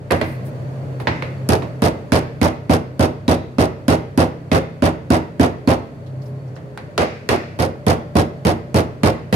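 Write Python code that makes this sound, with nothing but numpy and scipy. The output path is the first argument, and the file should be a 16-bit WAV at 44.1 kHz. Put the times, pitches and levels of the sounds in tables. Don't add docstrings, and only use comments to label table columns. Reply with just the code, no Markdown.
import sys
import numpy as np
from scipy import signal
from scipy.fft import rfft, irfft, next_fast_len
from scipy.io import wavfile
from scipy.ndimage import uniform_filter1d, minimum_filter1d

SR = 44100
rng = np.random.default_rng(int(sys.argv[2]) if len(sys.argv) > 2 else 0)


def master_out(mix):
    frames = np.transpose(np.atleast_2d(mix))
    ceiling = np.clip(frames, -1, 1)
    pcm = np.round(ceiling * 32767).astype(np.int16)
    wavfile.write(sys.argv[1], SR, pcm)


N = 412335
T = np.arange(16384) / SR

# time_s, level_db
DRONE_FADER = [(0, -37.5), (.5, -26.5), (1.45, -29.5), (2, -35), (5.9, -40), (6.2, -28.5), (6.5, -31),
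               (6.7, -41), (9.35, -36)]
# time_s, level_db
RUSH_FADER = [(0, -37.5), (.4, -32.5), (1.4, -33), (2.8, -38.5), (9.35, -37.5)]
# frequency_hz, gain_db
RUSH_EQ = [(25, -19), (60, -13), (100, -3), (160, -4.5), (215, -5.5), (400, -11.5), (600, -8.5),
           (760, -18.5), (1100, -23), (1900, -28), (3000, -37.5), (4500, -43), (9000, -48), (15500, -56)]
# pitch_hz, level_db
MOTOR_TONES = [(100, -42.5), (161.5, -43.5), (296, -58), (414.5, -50), (530, -57.5), (586.8, -50),
               (647, -65), (1061, -73)]
# pitch_hz, width_hz, level_db
MACHINE_WHINES = [(4480, 130, -32), (6620, 240, -43)]

# start_s, weight_db, clack_db, clack_pitch_hz, spit_db
BOARD_KNOCKS = [(.106, -27, -24, 1496, -50), (0.1093, -22, -17.5, 2030, -30.5),
                (.117, -21, -20.5, 1540, -38), (.121, -24, -23.5, 1040, -30.5),
                (0.2137, -24, -18, 1600, -38), (1.001, -36, -30.5, 1150, -49),
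                (1.0717, -24, -11, 1904, -50), (1.2237, -35, -22, 2230, -46),
                (1.622, -31, -32.5, 1920, -59), (6.565, -46, -40, 1520, -62), (6.7755, -45, -28, 1510, -44)]
# frequency_hz, gain_db
CLACK_EQ = [(200, -11), (550, -2), (950, 1), (1400, -1), (1900, 1), (2600, -5), (3200, -10.5), (4300, -9),
            (7000, -35.5), (15000, -62)]
# frequency_hz, gain_db
SPIT_EQ = [(1000, -28), (3000, -20), (4600, 7), (7500, 0.5), (9500, 4.5), (11200, 5), (13000, -5),
           (16000, -19)]
# pitch_hz, level_db, t60_s
TABLE_MODES = [(52.4, -15.5, 0.16), (72.2, -20.5, 0.68), (83.7, 0.5, 0.22), (93.5, -4, 0.29),
               (115.45, -2.5, 0.33), (161.4, -8, 0.54), (228.3, -9, 0.26), (238.4, -14, 0.43),
               (302.6, -10, 0.39), (323.8, -8.5, 0.26), (428, -16.5, 0.3), (457.6, -14.5, 0.47),
               (512, -22, 0.11), (618, -27, 0.22), (762, -20, 0.31), (850, -32, 0.16)]
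# frequency_hz, gain_db
CLATTER_EQ = [(40, -23), (90, -6), (220, -4.5), (360, -2), (470, -0.5), (600, 0.5), (780, -3.5),
              (1100, -10), (1600, -16), (2800, -24), (5000, -33.5), (15000, -53)]
# frequency_hz, gain_db
STEELWARE_EQ = [(700, -24), (1300, -4), (1950, 0), (2600, -3), (3200, -16), (5000, -14), (12000, -46)]
# start_s, length_s, level_db
MEAT_RUSTLES = [(0.163, 0.25, -55), (0.426, .088, -54), (0.992, 0.051, -56), (6.19, 0.15, -65)]
# frequency_hz, gain_db
RUSTLE_EQ = [(2000, -24), (4000, -2), (7000, -9), (9500, 1), (14000, -2), (16000, -8)]

# start_s, thud_db, slap_db, slap_pitch_hz, spit_db
MALLET_BLOWS = [(1.49, -12, -24, 1390, -20.5), (1.8212, -11.5, -23, 1310, -30.5),
                (2.121, -9.5, -16, 1560, -29), (2.415, -10, -21, 2210, -31), (2.6958, -8.5, -28, 2220, -42),
                (2.9948, -11, -27.5, 1520, -32), (3.2806, -8.7, -20, 3900, -36),
                (3.5842, -9, -22.5, 1270, -40), (3.882, -8, -21.5, 1520, -26), (4.176, -8, -28, 1540, -28),
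                (4.5163, -9.5, -18, 2120, -44), (4.823, -8.5, -24, 1510, -38),
                (5.104, -8, -22.5, 1490, -28), (5.397, -6.5, -23.5, 1660, -35),
                (5.6749, -7, -26, 4270, -36), (6.9788, -17, -13.5, 1390, -31), (7.29, -15, -13, 1900, -25),
                (7.5894, -30, -39, 1380, -43), (7.8666, -11.5, -27, 3380, -30),
                (8.1545, -10, -34, 1980, -39), (8.4507, -14.5, -24.5, 2100, -30),
                (8.7443, -11.5, -28, 2440, -28.5), (9.034, -9.5, -18, 1230, -29),
                (9.327, -12.5, -19.5, 1950, -31)]
# laid_down_s, thud_pitch_hz, boom_db, rattle_db
MEAT_CUTS = [(1.2, 236, -17.5, -26), (6.8, 215.2, -16.5, -25)]
# frequency_hz, gain_db
SLAP_EQ = [(150, -15), (500, 0), (1100, -3), (1700, -2), (2600, -4), (4500, -9), (7000, -20), (11000, -32),
           (16000, -52)]
# delay_s, level_db
BOARD_HOPS = [(.007, -3.5), (.014, 3), (0.021, -8), (.030, 3), (.039, 1), (.049, -2.5), (.059, -4.5),
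              (0.067, -7)]
# frequency_hz, gain_db
RATTLE_EQ = [(300, -7.5), (900, 6), (1700, 0.5), (3000, -5.5), (5000, -2), (7400, -13), (9200, -8),
             (11000, -12), (13500, -17), (16000, -38)]
# pitch_hz, level_db
METAL_MODES = [(1953, -1), (2655, 1), (3774, -8), (4635, -12), (5380, -14), (6057, -8), (7532, -17),
               (8839, -11), (9346, -12)]
# start_s, pitch_hz, level_db
GLOVE_SMACKS = [(6.062, 3770, -48), (6.216, 4800, -48), (6.256, 5300, -51), (6.476, 5300, -56),
                (6.554, 5500, -49)]

# frequency_hz, t60_s
REVERB_DECAY = [(80, 0.5), (250, 0.56), (600, 0.32), (2000, 0.56), (5000, 0.54), (9000, 0.16), (15000, 0.5)]
# frequency_hz, gain_db
REVERB_EQ = [(60, -32), (250, -2.5), (600, -7.5), (2000, -11), (5000, -17.5), (9000, -12), (15000, -22)]
# frequency_hz, correlation
STEREO_LIKENESS = [(30, 0.47), (100, 0.54), (300, 0.98), (650, 0.46), (1400, -0.4), (2500, 0.11),
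                   (5000, -0.016)]

USUAL_THUD_DB, FOLLOW_DB_PER_DB = -11, 0.12
THUD_OCTAVES_PER_DB = 0.0249
BONE_DB, BONE_OCTAVES_PER_DB, BONE_LOSS_DB_PER_DB = -5, .18, 0.98
FLATTEN_DB_PER_S = 1.05
EARLIEST_LANDING_S, LATEST_LANDING_S = .013, 0.0433
CLATTER_DB, METAL_DB = -15.5, -41.5
STEEL_VS_SLAP_DB, STEEL_VS_CLACK_DB, BOOM_VS_WEIGHT_DB = -22, -21, -2.5


def amp(db):
    return 10 ** (np.asarray(db) / 20)


def read(points, hz):
    f, value = np.transpose(points)
    return np.interp(np.log(hz + 1), np.log(f + 1), value)


def unit(x, span_s=None):
    power = np.mean(x ** 2) * (x.shape[-1] / (span_s * SR) if span_s else 1)
    return x / np.sqrt(power + 1e-20)


def add(mix, start_s, sound):
    part = mix[:, max(round(start_s * SR), 0):][:, :sound.shape[-1]]
    part += sound[..., :part.shape[-1]]


def eq(x, curve):
    size = next_fast_len(x.shape[-1] + 4096)
    log_gain = np.log(amp(read(curve, abs(np.fft.fftfreq(size, 1 / SR)))))
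    response = np.exp(np.conj(signal.hilbert(log_gain)))[:size // 2 + 1]
    return irfft(rfft(x, size) * response, size)[..., :x.shape[-1]]


def diffuse(size):
    a, b = rfft(rng.standard_normal((2, size)))
    same = np.clip(read(STEREO_LIKENESS, np.fft.rfftfreq(size, 1 / SR)), -1, 1)
    return irfft(np.array([a, same * a + np.sqrt(1 - same ** 2) * b]), size)


def direct(x, pan_db, lag_s=14 / SR):
    return np.array([amp(-pan_db / 2) * np.interp(T - lag_s, T, x, left=0), amp(pan_db / 2) * x])


def pan(x, pan_db):
    return unit(x * amp([[-pan_db / 2], [pan_db / 2]]))


def wavering_tone(hz, width_hz):
    f = np.fft.rfftfreq(N, 1 / SR)
    return unit(irfft(rfft(rng.standard_normal(N)) / (1 + (2 * (f - hz) / width_hz) ** 2) ** 2, N))


def machines():
    t = np.arange(N) / SR
    drone_gain = amp(np.interp(t, *np.transpose(DRONE_FADER)))
    rush_gain = amp(np.interp(t, *np.transpose(RUSH_FADER)))
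    rush = unit(eq(diffuse(N), RUSH_EQ))
    motors = sum(amp(db) * wavering_tone(hz, width_hz=6.9) for hz, db in MOTOR_TONES)
    whine = sum(amp(db) * np.array([wavering_tone(hz, width), wavering_tone(hz, width)])
                for hz, width, db in MACHINE_WHINES)
    throb = signal.hilbert(wavering_tone(hz=130.6, width_hz=19.6))
    throb = unit(throb.real / np.sqrt(abs(throb) + 1e-6))
    return rush_gain * (rush + whine) + drone_gain * throb + motors


def crack(decay_s, tick=2.4):
    hiss = rng.standard_normal((2, len(T))) * np.exp(-T / decay_s)
    hiss[:, 0] += tick
    return unit(hiss)


def scatter(fall_s):
    return unit(diffuse(len(T)) * (1 - np.exp(-T / 0.0012)) * np.exp(-T / fall_s))


def impact(hz, curve, decay_s, ring_s, pan_db, scatter_db, pop_db=-1.5):
    pop = np.sin(2 * np.pi * hz * T) * np.exp(-T / ring_s)
    attack = pan(unit(eq(crack(decay_s), curve)) + amp(pop_db) * unit(pop), pan_db)
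    reflections = unit(eq(scatter(fall_s=0.019), curve))
    return unit(attack + amp(scatter_db) * reflections, 0.0065)


def spit(scatter_db=-9):
    spurt = crack(decay_s=0.0022) + amp(scatter_db) * scatter(fall_s=0.034)
    return unit(eq(spurt, SPIT_EQ), 0.0068)


def table_boom(polarity, rise_s=0.014):
    hz, db, t60 = np.transpose(TABLE_MODES)[:, :, None]
    strength = polarity * amp(db + 1.13 * rng.standard_normal(hz.shape))
    ring = (strength * amp(-60 * T / t60) * np.sin(2 * np.pi * hz * T)).sum(0)
    return direct(unit(ring * (1 - np.exp(-(T / rise_s) ** 2)), 0.083), pan_db=2.5)


def clatter(body, hold_s, fall_s, swell_db=0, swell_s=0.044, swell_width_s=0.011):
    alike, straight = 0.37, 0.29
    ring = np.sqrt(alike) * body + np.sqrt(1 - alike) * diffuse(len(T))
    near = direct(rng.standard_normal(len(T)), pan_db=2.5)
    ring = np.sqrt(1 - straight) * ring + np.sqrt(straight) * near
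    envelope = (1 - np.exp(-T / 0.00079)) * np.exp(-np.maximum(T - hold_s, 0) / fall_s)
    swell = amp(swell_db * np.exp(-((T - swell_s) / swell_width_s) ** 2))
    return unit(pan(eq(ring * envelope * swell, CLATTER_EQ), pan_db=3.0), 0.085)


def steelware(rise_s, t60_s=0.68):
    return unit(eq(diffuse(len(T)), STEELWARE_EQ)) * (1 - np.exp(-T / rise_s)) * amp(-60 * T / t60_s)


def knocking(polarity, body):
    air, table = np.zeros((2, 2, N))
    for s, weight_db, clack_db, clack_hz, spit_db in BOARD_KNOCKS:
        boom = amp(BOOM_VS_WEIGHT_DB) * table_boom(polarity)
        add(table, s, amp(weight_db) * (boom + clatter(body, hold_s=0.004, fall_s=0.028)))
        add(table, s, amp(clack_db + STEEL_VS_CLACK_DB) * steelware(rise_s=.003))
        clack = impact(clack_hz, CLACK_EQ, decay_s=0.0025, ring_s=.0013, pan_db=3.5, scatter_db=-1.5)
        add(air, s, amp(clack_db) * clack)
        add(air, s, amp(spit_db) * spit())
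    return air, table


def meat_rustle(flicker_db=2.2):
    out = np.zeros((2, N))
    for s, length_s, db in MEAT_RUSTLES:
        size = int(length_s * SR)
        noise = diffuse(size)
        flicker = amp(flicker_db * unit(uniform_filter1d(rng.standard_normal(size), size=90)))
        add(out, s, amp(db) * unit(eq(noise * flicker * np.hanning(size), RUSTLE_EQ)))
    return out


def thud(hz, rise_s=0.0045, octave_db=-17):
    swing = np.sin(2 * np.pi * hz * T) + amp(octave_db) * np.sin(4 * np.pi * hz * T)
    push = unit(swing * T / rise_s * np.exp(-T / rise_s), 0.012)
    return direct(push, pan_db=1.5)


def wet_rattle(hardest_s, hardest_db=3, jitter_s=0.0024, spread_db=-2.0, rise_s=0.0021, bed_db=-13):
    power = amp(2 * bed_db) * np.exp(-(T / 0.06) ** 4)
    delay_s, db = np.transpose(BOARD_HOPS)
    late, soft = rng.uniform(-0.69, 1, (2, len(BOARD_HOPS)))
    hops = zip(delay_s + jitter_s * late, db + spread_db * soft)
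    for start_s, level_db in [(hardest_s - rise_s, hardest_db), *hops]:
        age = np.maximum(T - start_s, 0) / rise_s
        power = power + (amp(level_db) * age * np.exp(1 - age)) ** 2
    grains = amp(np.repeat(rng.uniform(-7, 7, len(T) // 32), 32))
    clicks = diffuse(len(T)) + .5 * direct(rng.standard_normal(len(T)), pan_db=3.5)
    return unit(pan(eq(clicks * grains * np.sqrt(power), RATTLE_EQ), pan_db=0.5), 0.085)


def metal_ring(rise_s=.015, t60_s=0.21):
    hz, db = np.transpose(METAL_MODES)[:, :, None]
    phase = rng.random((2, len(METAL_MODES), 1))
    ring = (amp(db) * np.sin(2 * np.pi * (hz * T + phase))).sum(1)
    return unit(ring * (1 - np.exp(-T / rise_s)) * amp(-60 * T / t60_s), 0.088)


def pounding(polarity, body):
    air, table = np.zeros((2, 2, N))
    landings = rng.uniform(EARLIEST_LANDING_S, LATEST_LANDING_S, len(MALLET_BLOWS))
    for (s, thud_db, slap_db, slap_hz, spit_db), landing_s in zip(MALLET_BLOWS, landings):
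        laid_s, cut_hz, boom_db, rattle_db = [cut for cut in MEAT_CUTS if cut[0] < s][-1]
        force_db = thud_db - USUAL_THUD_DB
        hard_db = max(slap_db - thud_db - BONE_DB, 0)
        thud_hz = cut_hz * 2 ** (THUD_OCTAVES_PER_DB * force_db + BONE_OCTAVES_PER_DB * hard_db)
        boom = amp(boom_db) * table_boom(polarity)
        rattle = amp(rattle_db - FLATTEN_DB_PER_S * (s - laid_s)) * wet_rattle(landing_s)
        shake = amp(-BONE_LOSS_DB_PER_DB * hard_db) * (boom + rattle)
        chatter = amp(CLATTER_DB) * clatter(body, hold_s=0.056, fall_s=0.025, swell_db=2.5)
        chatter += amp(METAL_DB) * metal_ring()
        add(air, s - .0005, amp(spit_db) * spit())
        slap = impact(slap_hz, SLAP_EQ, decay_s=0.0031, ring_s=0.0021, pan_db=5.5, scatter_db=-2.5)
        add(air, s, amp(slap_db) * slap)
        add(table, s, amp(thud_db) * thud(thud_hz))
        add(table, s, amp(slap_db + STEEL_VS_SLAP_DB + hard_db) * steelware(rise_s=0.013))
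        add(table, s, amp(FOLLOW_DB_PER_DB * force_db) * (chatter + shake))
    return air, table


def glove_smacks(rise_s=0.0028, fall_s=0.015, width_hz=900):
    out = np.zeros((2, N))
    for s, hz, db in GLOVE_SMACKS:
        puff = unit(signal.lfilter(*signal.iirpeak(hz, hz / width_hz, fs=SR), diffuse(len(T))))
        add(out, s, amp(db) * puff * (1 - np.exp(-T / rise_s)) * np.exp(-T / fall_s))
    return out


def kitchen_reverb(send, build_s=0.013):
    hz, t, bands = signal.stft(diffuse(SR), SR, nperseg=256)
    t60 = read(REVERB_DECAY, hz)[:, None]
    bands = bands * amp(read(REVERB_EQ, hz)[:, None] - 60 * t / t60)
    bands *= np.sqrt(2 * np.log(1000) / (t60 * SR))
    tail = signal.istft(bands, SR, nperseg=256)[1][:, :SR]
    tail *= 1 - np.exp(-np.arange(SR) / SR / build_s)
    return signal.fftconvolve(send[1:], tail, axes=1)[:, :N]


def scene(air_send_db=6, table_send_db=-1):
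    polarity = rng.choice([-1, 1], (len(TABLE_MODES), 1))
    body = diffuse(len(T))
    air, table = np.add(pounding(polarity, body), knocking(polarity, body))
    reverb = kitchen_reverb(amp(air_send_db) * air + amp(table_send_db) * table)
    return air + table + reverb + machines() + meat_rustle() + glove_smacks()


def record(dry, low_cut_hz=38, ceiling=1.0, high_cut_hz=15800):
    dry = signal.sosfilt(signal.butter(2, low_cut_hz, "high", fs=SR, output="sos"), dry)
    needed_gain = np.minimum(1, ceiling / (abs(dry).max(0) + 1e-9))
    gain = uniform_filter1d(minimum_filter1d(needed_gain, size=130), size=130)
    high_cut = signal.firwin(511, high_cut_hz, window=("kaiser", 9), fs=SR)
    return signal.oaconvolve(dry * gain, high_cut[None], "same")


dry = scene()
out = record(dry)
master_out(out)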